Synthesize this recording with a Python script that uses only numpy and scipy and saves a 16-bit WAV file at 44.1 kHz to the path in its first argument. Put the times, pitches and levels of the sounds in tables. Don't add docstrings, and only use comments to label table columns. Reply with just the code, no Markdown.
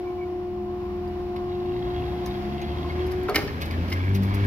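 import sys
import numpy as np
from scipy import signal
from scipy.fft import rfft, irfft, next_fast_len
from scipy.io import wavfile
from scipy.ndimage import uniform_filter1d

SR = 44100
rng = np.random.default_rng(int(sys.argv[2]) if len(sys.argv) > 2 else 0)


def volts(x):
    e = np.asarray(x, float) / 20
    return 10 ** e


def to_wav(s):
    ch = np.atleast_2d(s).T
    pcm = np.round(np.clip(ch, -1, 1) * 32767)
    wavfile.write(sys.argv[1], SR, pcm.astype(np.int16))


N = 197068

# time_s, gain_db
ROAD_GAIN = [(0, 3), (.6, 0.5), (.85, 2.5), (1.4, 5.5), (1.9, 6), (2.6, 8.5), (3.0, 14), (3.25, 12),
             (3.42, 14.5), (3.55, 11), (3.75, 13.5), (4.47, 15.5)]
ROAD_LAYER_HZ = [45, 500, 4000, 12000]
# far_level_db, share_of_gain
ROAD_LAYERS = [
    (-54, 1.007),
    (-56.5, 0.92),
    (-73.5, 1.244),
    (-75.5, 0.39),
]
# freq_hz, level_db
ROAD_COLOUR = [(25, -9.5), (70, 0.5), (130, -4), (280, 1.5), (520, -10.5), (800, -1.5), (1050, -5.5),
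               (1400, -6), (2100, 5), (3300, -0.5), (5200, -2), (7000, 2), (10000, -3), (14000, -1)]
# freq_hz, power_share
ROAD_COMMON = [(40, 0.9), (300, 0.72), (800, 0.67), (3000, 0.057), (12000, .2)]
# vane_rate_hz, sag_hz_per_s
FAR_PUMP_HZ = [(328.2, 2.6), (352, 2.85)]
# level_db, drift_db_per_s, last_swell_db, swell_s, swell_width_s
FAR_PUMPS = [(-46, -3.5, 11.5, 3.0, 0.25), (-55.5, 0, 16, 2.7, 0.5)]
# time_s, cycle_rate_hz, effort_db
CAR = [(0.0, 20.63, -53), (0.5, 20.76, -45), (1.0, 20.76, -41), (1.3, 20.65, -41.5), (1.46, 21.2, -40.5),
       (1.59, 24.84, -42), (1.69, 28.35, -40), (2.01, 29.62, -44), (2.2, 31.6, -44.5), (2.57, 35.51, -43),
       (2.8, 38.2, -57.5)]
# order, level_db re effort off resonance
CAR_ORDERS = [(4, -1), (6, -10.5), (8, -16.5), (10, -20), (14, -24)]
# order, level_db re effort
CAR_WEAK = [(2, -7.5), (3, -5.5), (5, -12.5), (9, -11)]
# freq_hz, width_hz, lift_db
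CAR_PIPE = [(203.8, 28.3, 18.5), (294, 22, 8)]
# time_s, shaft_rate_hz, effort_db
VAN = [(1.9, 37.92, -46.5), (2.04, 37.4, -37.5), (2.23, 35.69, -40.5), (2.42, 35.54, -54),
       (2.49, 34.93, -37), (2.59, 35.69, -44.5), (2.7, 37.16, -32.5), (2.9, 40.92, -34.5),
       (3.06, 39.03, -34), (3.26, 36.23, -44), (3.6, 40.69, -34.5), (3.72, 41.52, -34.5),
       (3.8, 41.92, -25.5), (3.9, 43.95, -29), (3.97, 44.87, -28), (4.14, 48.76, -22), (4.26, 48.43, -25.5),
       (4.47, 50.05, -23)]
# order, level_db re order 2
VAN_ORDERS = [(3, -22.5), (4, -12), (6, -17)]
# order, level_db re order 2
VAN_WEAK = [(1, -38), (5, -23), (8, -18.5), (10, -35), (12, -35)]
# freq_hz, width_hz, lift_db
VAN_PIPE = [(112.4, 8.7, 15), (191, 15, 2.5)]
# start_s, end_s, reference_rate_hz, level_db
KNOCK = [
    (1.45, 3.048, 30.3, -53.5),
    (2.994, 4.479, 46, -45),
]
# freq_hz, width_hz, level_db
BLOCKS = [
    [(1060, 110, 2), (1670, 350, -1), (2080, 150, -1.5), (2720, 250, -2.5), (3280, 200, -2),
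     (3810, 130, -3), (4470, 250, -6.5)],
    [(1060, 320, 7.5), (1647, 250, 7), (2240, 260, 3), (2630, 260, -7), (3300, 270, -4.5),
     (4400, 130, -13.5), (4850, 230, -46)],
]
# start_s, bright_db, body_db, t60_s, rise_s
RAILS = [(1.359, -54, -42, 0.1, 0.0042), (2.612, -50.5, -41.5, 0.14, 0.0054),
         (3.606, -39, -33, 0.18, 0.012), (3.65, -44.5, -46.5, .2, .006),
         (3.706, -45.5, -37.5, 0.18, 0.0045), (3.734, -58.5, -50, 0.13, 0.0049),
         (4.142, -37, -37, 0.15, 0.011), (4.221, -46, -48.5, .15, 0.0029), (4.229, -44, -51.5, .3, 0.0034),
         (4.336, -38.5, -43.5, 0.12, .01), (4.445, -41.5, -57, .05, .003)]
# time_s, rate_hz
PUMP_HZ = [(0, 359.6), (.5, 358.6), (1.3, 357.4), (1.6, 358), (2.0, 357.9), (2.85, 356.5), (3.1, 364.5),
           (3.3, 365)]
# time_s, level_db
PUMP_FIRST = [(0, -31), (.6, -32), (1.2, -32.5), (1.7, -29.5), (2.25, -33), (2.5, -36.5), (2.8, -37.5),
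              (2.92, -36.5), (3.0, -29.5), (3.28, -29.5)]
# multiple, level_db re second
PUMP_UPPER = [(3, -28), (4, -23), (5, -26), (7, -31), (8, -24), (10, -32), (12, -33), (13, -32), (15, -35),
              (19, -34)]
# start_s, length_s, pitch_hz, level_db
SQUEAKS = [(0.045, 0.055, 2315, -54), (0.085, 0.054, 2240, -59.5), (0.176, 0.048, 2310, -53),
           (0.207, 0.043, 2250, -45), (2.894, 0.026, 2168, -40.5)]
# start_s, pitch_hz, level_db, t60_s
CLINKS = [(1.076, 4800, -50.5, .04), (2.2592, 6140, -33, .03), (2.26, 5340, -55, 0.083),
          (2.262, 1710, -45, 0.12), (2.616, 6450, -39, .05), (2.846, 1060, -32.5, 0.092),
          (3.297, 4400, -41, 0.06), (3.345, 2106, -25, 0.13), (3.346, 2270, -24, .12),
          (3.356, 5160, -45, 0.094), (3.359, 2104, -19, 0.056), (3.36, 2200, -29, 0.13),
          (3.359, 1300, -30, 0.093), (3.917, 2070, -31.5, 0.11), (3.923, 2210, -37, 0.076),
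          (3.48, 1810, -34, 0.082), (3.617, 6200, -42, .06), (3.71, 4800, -38, 0.03),
          (3.734, 1770, -39, 0.1), (4.149, 5940, -35, 0.037)]
# start_s, bright_db, ring_db, t60_s, rise_s
BARS = [(1.075, -61, -55.5, 0.089, 0.0031), (2.2607, -40, -54, 0.058, 0.0013),
        (2.269, -51, -42.5, 0.09, 0.0034), (2.999, -62.5, -53, .1, 0.0043), (3.062, -50.5, -49, .1, 0.0071),
        (3.107, -49, -43.5, 0.16, 0.011), (3.229, -50.5, -53.5, 0.092, 0.0035),
        (3.294, -37, -48, 0.064, 0.00079), (3.343, -36, -27, 0.16, 0.0065),
        (3.3565, -26.5, -16.5, 0.077, 0.0012), (3.356, -33, -20, 0.11, .002),
        (3.378, -42.5, -32, 0.13, .003), (3.42, -52, -42.5, 0.066, 0.0069),
        (3.474, -56.5, -32, 0.078, .002), (3.88, -54.5, -42.5, .08, 0.0025),
        (3.897, -44.5, -43.5, 0.12, 0.0042), (3.915, -47.5, -29, 0.08, 0.011),
        (3.931, -39, -48.5, 0.071, 0.002)]
# freq_hz, width_hz, level_db
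BAR_MODES = [(1270, 40, -5), (1490, 40, -8), (1816, 30, -2), (2106, 30, 2), (2202, 30, 1), (2456, 40, -4),
             (2790, 150, -11), (3150, 200, -10), (2000, 1500, -13), (4200, 600, -11), (5100, 700, -11)]
# start_s, level_db, t60_s, rise_s
STOP = [
    (3.341, -23.5, 0.13, 0.0037),
    (3.354, -20, 0.22, 0.0027),
    (3.375, -25.5, 0.2, 0.0033),
    (3.41, -32.5, 0.38, 0.0046),
]
# freq_hz, width_hz, level_db
CABINET = [(286, 26, 8.5), (350, 27, -1), (385, 11, 6.5), (411, 16, 10), (481, 8.2, 8), (600, 69, -4.5),
           (796, 28, -5), (870, 25, -8.5), (1296, 490, -11)]
# start_s, level_db, t60_s, rise_s
VALVE = [
    (3.282, -18.5, 0.079, 0.0056),
    (3.293, -25, 0.18, .003),
]
# freq_hz, width_hz, level_db
VALVE_MODES = [(408, 19, 11.5), (507, 41, 5), (610, 66, 1.5), (745, 32, 2.5), (1140, 420, -6.5),
               (2360, 2700, -28.5)]
# freq_hz, gain_db
MICROPHONE = [(20, -18), (45, 1.5), (5300, 0), (6300, -7), (7100, -9.5), (8600, -17), (9600, -8.5),
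              (10500, -4.5), (12500, 0.5), (15300, -0.5)]

BARRIER_LAG, ROAD_LAG = -3, 16


def level(x):
    return x / np.sqrt(np.mean(x ** 2))


def noise():
    return rng.standard_normal(N)


def curves(table):
    s, *columns = np.transpose(table)
    t = np.arange(N) / SR
    fade_in = t - s[0] + .03 * (s[0] == 0)
    gate = np.clip(np.minimum(fade_in, s[-1] + .02 - t) / .03, 0, 1)
    return [np.interp(t, s, c) for c in columns], gate


def along(table, hz):
    points = np.array(table)
    return np.interp(np.log(hz), np.log(points[:, 0]), points[:, 1])


def bump(s, width_s):
    return np.exp(-((np.arange(N) / SR - s) / width_s) ** 2)


def walk(rate_hz):
    k = int(SR / rate_hz)
    held = np.repeat(rng.standard_normal(N // k + 1).astype(np.float32), k)
    return 1.072 * uniform_filter1d(uniform_filter1d(held, k), k)[:N]


def band(x, hz, width_hz):
    return signal.lfilter(*signal.iirpeak(hz, hz / width_hz, fs=SR), x)


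def double_band(x, hz, width_hz):
    return level(band(band(x, hz, width_hz), hz, width_hz))


def body(x, modes):
    gain = np.sqrt(sum(volts(2 * db) * width for _, width, db in modes) * np.pi / SR)
    ringing = sum((-1) ** k * volts(db) * band(x, hz, width) for k, (hz, width, db) in enumerate(modes))
    return ringing / gain


def ports(x, lag, pan_db):
    lag = round(lag)
    left = np.roll(x, max(lag, 0)) * volts(pan_db / 2)
    right = np.roll(x, max(-lag, 0)) * volts(-pan_db / 2)
    return np.array([left, right])


def tilt(db):
    return volts(np.array([[db], [-db]]))


def stack(hz, orders, wobble, flutter_db, rate_hz):
    turn = 2 * np.pi * np.cumsum(hz * (1 + wobble * walk(rate_hz))) / SR
    out = np.zeros(N)
    for k, db in orders:
        gain = np.sqrt(2) * volts(db + flutter_db * walk(rate_hz))
        out += gain * np.sin(k * turn + rng.uniform(0, 2 * np.pi))
    return out


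def bursts(times, dbs, t60s, rises, grain_db):
    power = np.zeros(N)
    for s, db, t60, rise in zip(times, dbs, t60s, rises):
        start, t60 = int(s * SR), max(t60, .01)
        t = np.arange(min(N - start, int((abs(rise) + t60) * SR))) / SR
        swell = np.clip(t / max(rise, 1e-4), 0, 1) ** 2
        power[start:start + len(t)] += volts(2 * db) * swell * volts(-120 * np.maximum(t - rise, 0) / t60)
    return np.sqrt(power) * level(noise() * volts(grain_db * walk(700)))


def crack(s, db, t60, rise):
    shower = [bursts(s, db, .6 * t60, rise, grain_db=4.5) for _ in range(3)]
    treble = signal.butter(2, [4000, 14000], "band", fs=SR, output="sos")
    return signal.sosfilt(treble, shower)


def road():
    (near_db,), _ = curves(ROAD_GAIN)
    dbs = [far_db + share * near_db for far_db, share in ROAD_LAYERS]
    out, swell = np.zeros((2, N)), walk(3.014)
    for hz in 25 * 2 ** np.arange(0, 9.4, 1 / 3):
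        place = np.interp(np.log(hz), np.log(ROAD_LAYER_HZ), np.arange(4))
        low = min(int(place), 2)
        db = dbs[low] + (place - low) * (dbs[low + 1] - dbs[low])
        db = db + along(ROAD_COLOUR, hz) + 2.0 * swell + 1.6 * walk(9)
        share = np.clip(along(ROAD_COMMON, hz), 0, 1)
        common = level(band(noise(), hz, hz / 4))
        apart = np.array([np.roll(common, N // 3), np.roll(common, -N // 3)])
        together = ports(common, ROAD_LAG if hz > 900 else 4, 0)
        pair = np.sqrt(share) * together + np.sqrt(1 - share) * apart
        out += volts(db) * pair * tilt(.4)
    return out


def far_pumps():
    stop_s = 3.3
    (t,), gate = curves([(0, 0), (stop_s, stop_s)])
    out = np.zeros((2, N))
    for (hz, sag), (db, drift, swell_db, s, width) in zip(FAR_PUMP_HZ, FAR_PUMPS):
        db = db + drift * t + swell_db * bump(s, width)
        tone = stack(hz - sag * t, [(1, db), (2, db - 10.5)], wobble=0.00033, flutter_db=2.0, rate_hz=15)
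        out += ports(gate * tone, 11, 0.54)
    return out


def pipe_orders(orders, hz, effort_db, pipe):
    lifted = []
    for k, db in orders:
        lift = sum(lift_db * np.exp(-((k * hz - at_hz) / width) ** 2) for at_hz, width, lift_db in pipe)
        lifted.append((k, effort_db + db + lift))
    return lifted


def knock(rate_hz, firings, row, block, scatter_db):
    start, end, at_hz, db = row
    _, gate = curves([(start, 0), (end, 0)])
    db = db + 14.5 * np.log2(rate_hz / at_hz)
    db = db + 1.5 * walk(14) + 5.5 * bump(1.93, 0.29)
    firing = np.cumsum(firings * rate_hz / SR)
    strength = volts(scatter_db * np.clip(rng.standard_normal(700), -3, 1.5))[firing.astype(int)]
    blows = strength * np.exp(-(firing % 1) / 0.44) * noise()
    ringing = np.zeros(N)
    for hz, width, panel_db in block:
        ringing += volts(panel_db + 2.2 * walk(15)) * double_band(blows, hz, width)
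    return gate * volts(db + 3.0) * level(ringing)


def first_car():
    (hz, effort_db), gate = curves(CAR)
    orders = pipe_orders(CAR_ORDERS, hz, effort_db, CAR_PIPE)
    orders += [(k, effort_db + db) for k, db in CAR_WEAK]
    exhaust = gate * stack(hz, orders, wobble=.006, flutter_db=2.5, rate_hz=12)
    knocks = knock(hz, 4, KNOCK[0], BLOCKS[0], scatter_db=3.8)
    return ports(exhaust, 7, .9) + ports(knocks, ROAD_LAG, -1.3)


def second_car():
    (hz, effort_db), gate = curves(VAN)
    orders = [(2, effort_db)]
    orders += [(k, db + 3.9 * walk(14)) for k, db in pipe_orders(VAN_ORDERS, hz, effort_db, VAN_PIPE)]
    orders += [(k, effort_db + db) for k, db in VAN_WEAK]
    exhaust = gate * stack(hz, orders, wobble=0.0063, flutter_db=2.0, rate_hz=15)
    rush_gain = volts(-39 + 1.9 * walk(12)) * bump(3.94, 0.89)
    rush = rush_gain * double_band(noise(), 233, 250)
    knocks = knock(hz, 2, KNOCK[1], BLOCKS[1], scatter_db=2)
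    return ports(exhaust + rush, 7, 1.0) + ports(knocks, ROAD_LAG, -1.3)


def rails():
    s, bright_db, body_db, t60, rise = np.transpose(RAILS)
    common, left, right = crack(s, bright_db, t60, rise)
    modes = [(2100, 480, 5.0), (4420, 1100, -2.5), (1100, 610, -1.5)]  # freq_hz, width_hz, level_db
    slap = body(bursts(s, body_db, 0.97 * t60, rise, grain_db=0.0), modes)
    return ports(slap + common, ROAD_LAG, -.4) + 1.2 * np.array([left, right]) * tilt(1.1)


def near_pump():
    (hz,), _ = curves(PUMP_HZ)
    (first_db,), gate = curves(PUMP_FIRST)
    second_db = -44.5 + 2.5 * bump(1.5, 0.81) + 2 * walk(6)
    orders = [(1, first_db), (2, second_db)] + [(k, second_db + db) for k, db in PUMP_UPPER]
    ripple = stack(hz, orders, wobble=0.0008, flutter_db=0.55, rate_hz=25)
    whistle = volts(-51 + 2.6 * walk(25.13)) * level(band(noise(), 1059, 57))
    flow = volts(-52.5 + 6.5 * bump(2.1, .8)) * double_band(noise(), 760, 230)
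    return ports(gate * ripple, 3.7, 1.4) + ports(gate * (whistle + flow), -9.0, .4)


def squeaks():
    out = np.zeros(N)
    for s, length, hz, db in SQUEAKS:
        start = int(s * SR)
        t = np.arange(int(length * SR)) / SR
        gain = volts(db + 3.5 + 3.4 * walk(300)[:len(t)]) * np.sin(np.pi * t / length) ** 0.89
        out[start:start + len(t)] += gain * np.sin(2 * np.pi * hz * t)
    return ports(out, ROAD_LAG, -1.1)


def clinks():
    out = np.zeros(N)
    t = np.arange(int(.15 * SR)) / SR
    for s, hz, db, t60 in CLINKS:
        start = int(s * SR)
        gain = volts(db - 60 * t / t60) * np.minimum(t / 0.00053, 1)
        out[start:start + len(t)] += gain * np.sin(2 * np.pi * hz * t)
    return ports(out, -1, -.3)


def chatter(count=24):
    from_s = 3.8
    span_s = N / SR - .01 - from_s
    return [(from_s + span_s * u, -55 - 8 * v, -50 - 8 * v, 0.055, .003) for u, v in rng.random((count, 2))]


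def barrier():
    s, bright_db, ring_db, t60, rise = np.transpose(BARS + chatter())
    common, left, right = crack(s, bright_db, t60, rise)
    ring = body(bursts(s, ring_db, .8 * t60, rise, grain_db=4), BAR_MODES)
    thump = body(bursts(*np.transpose(STOP), grain_db=-0.5), CABINET)
    thump += body(bursts(*np.transpose(VALVE), grain_db=-0.5), VALVE_MODES)
    near = ports(ring + thump, BARRIER_LAG, -.3) + ports(1.6 * common, -1, 1.2)
    near += 1.8 * np.array([left, right]) * tilt(.6)
    t = np.arange(int(.3 * SR)) / SR
    tail = rng.standard_normal((2, len(t))) * volts(-60 * t / 0.54) * (t > .008)
    return near + volts(-43.5) * signal.fftconvolve(near, tail, axes=1)[:, :N]


def scene():
    traffic = road() + first_car() + second_car() + rails()
    machine = near_pump() + squeaks() + clinks() + barrier()
    return far_pumps() + traffic + machine


def low_pass(x):
    return signal.sosfilt(signal.butter(12, 15730, fs=SR, output="sos"), x)


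def record(dry):
    size = next_fast_len(N + 4096)
    gain = volts(along(MICROPHONE, np.arange(1, size // 2 + 2) * SR / size))
    gain[int(15800 * size / SR):] = 0
    mix = irfft(rfft(dry, size) * gain, size)[:, :N]
    return low_pass(mix)


dry = scene()
out = record(dry)
to_wav(out)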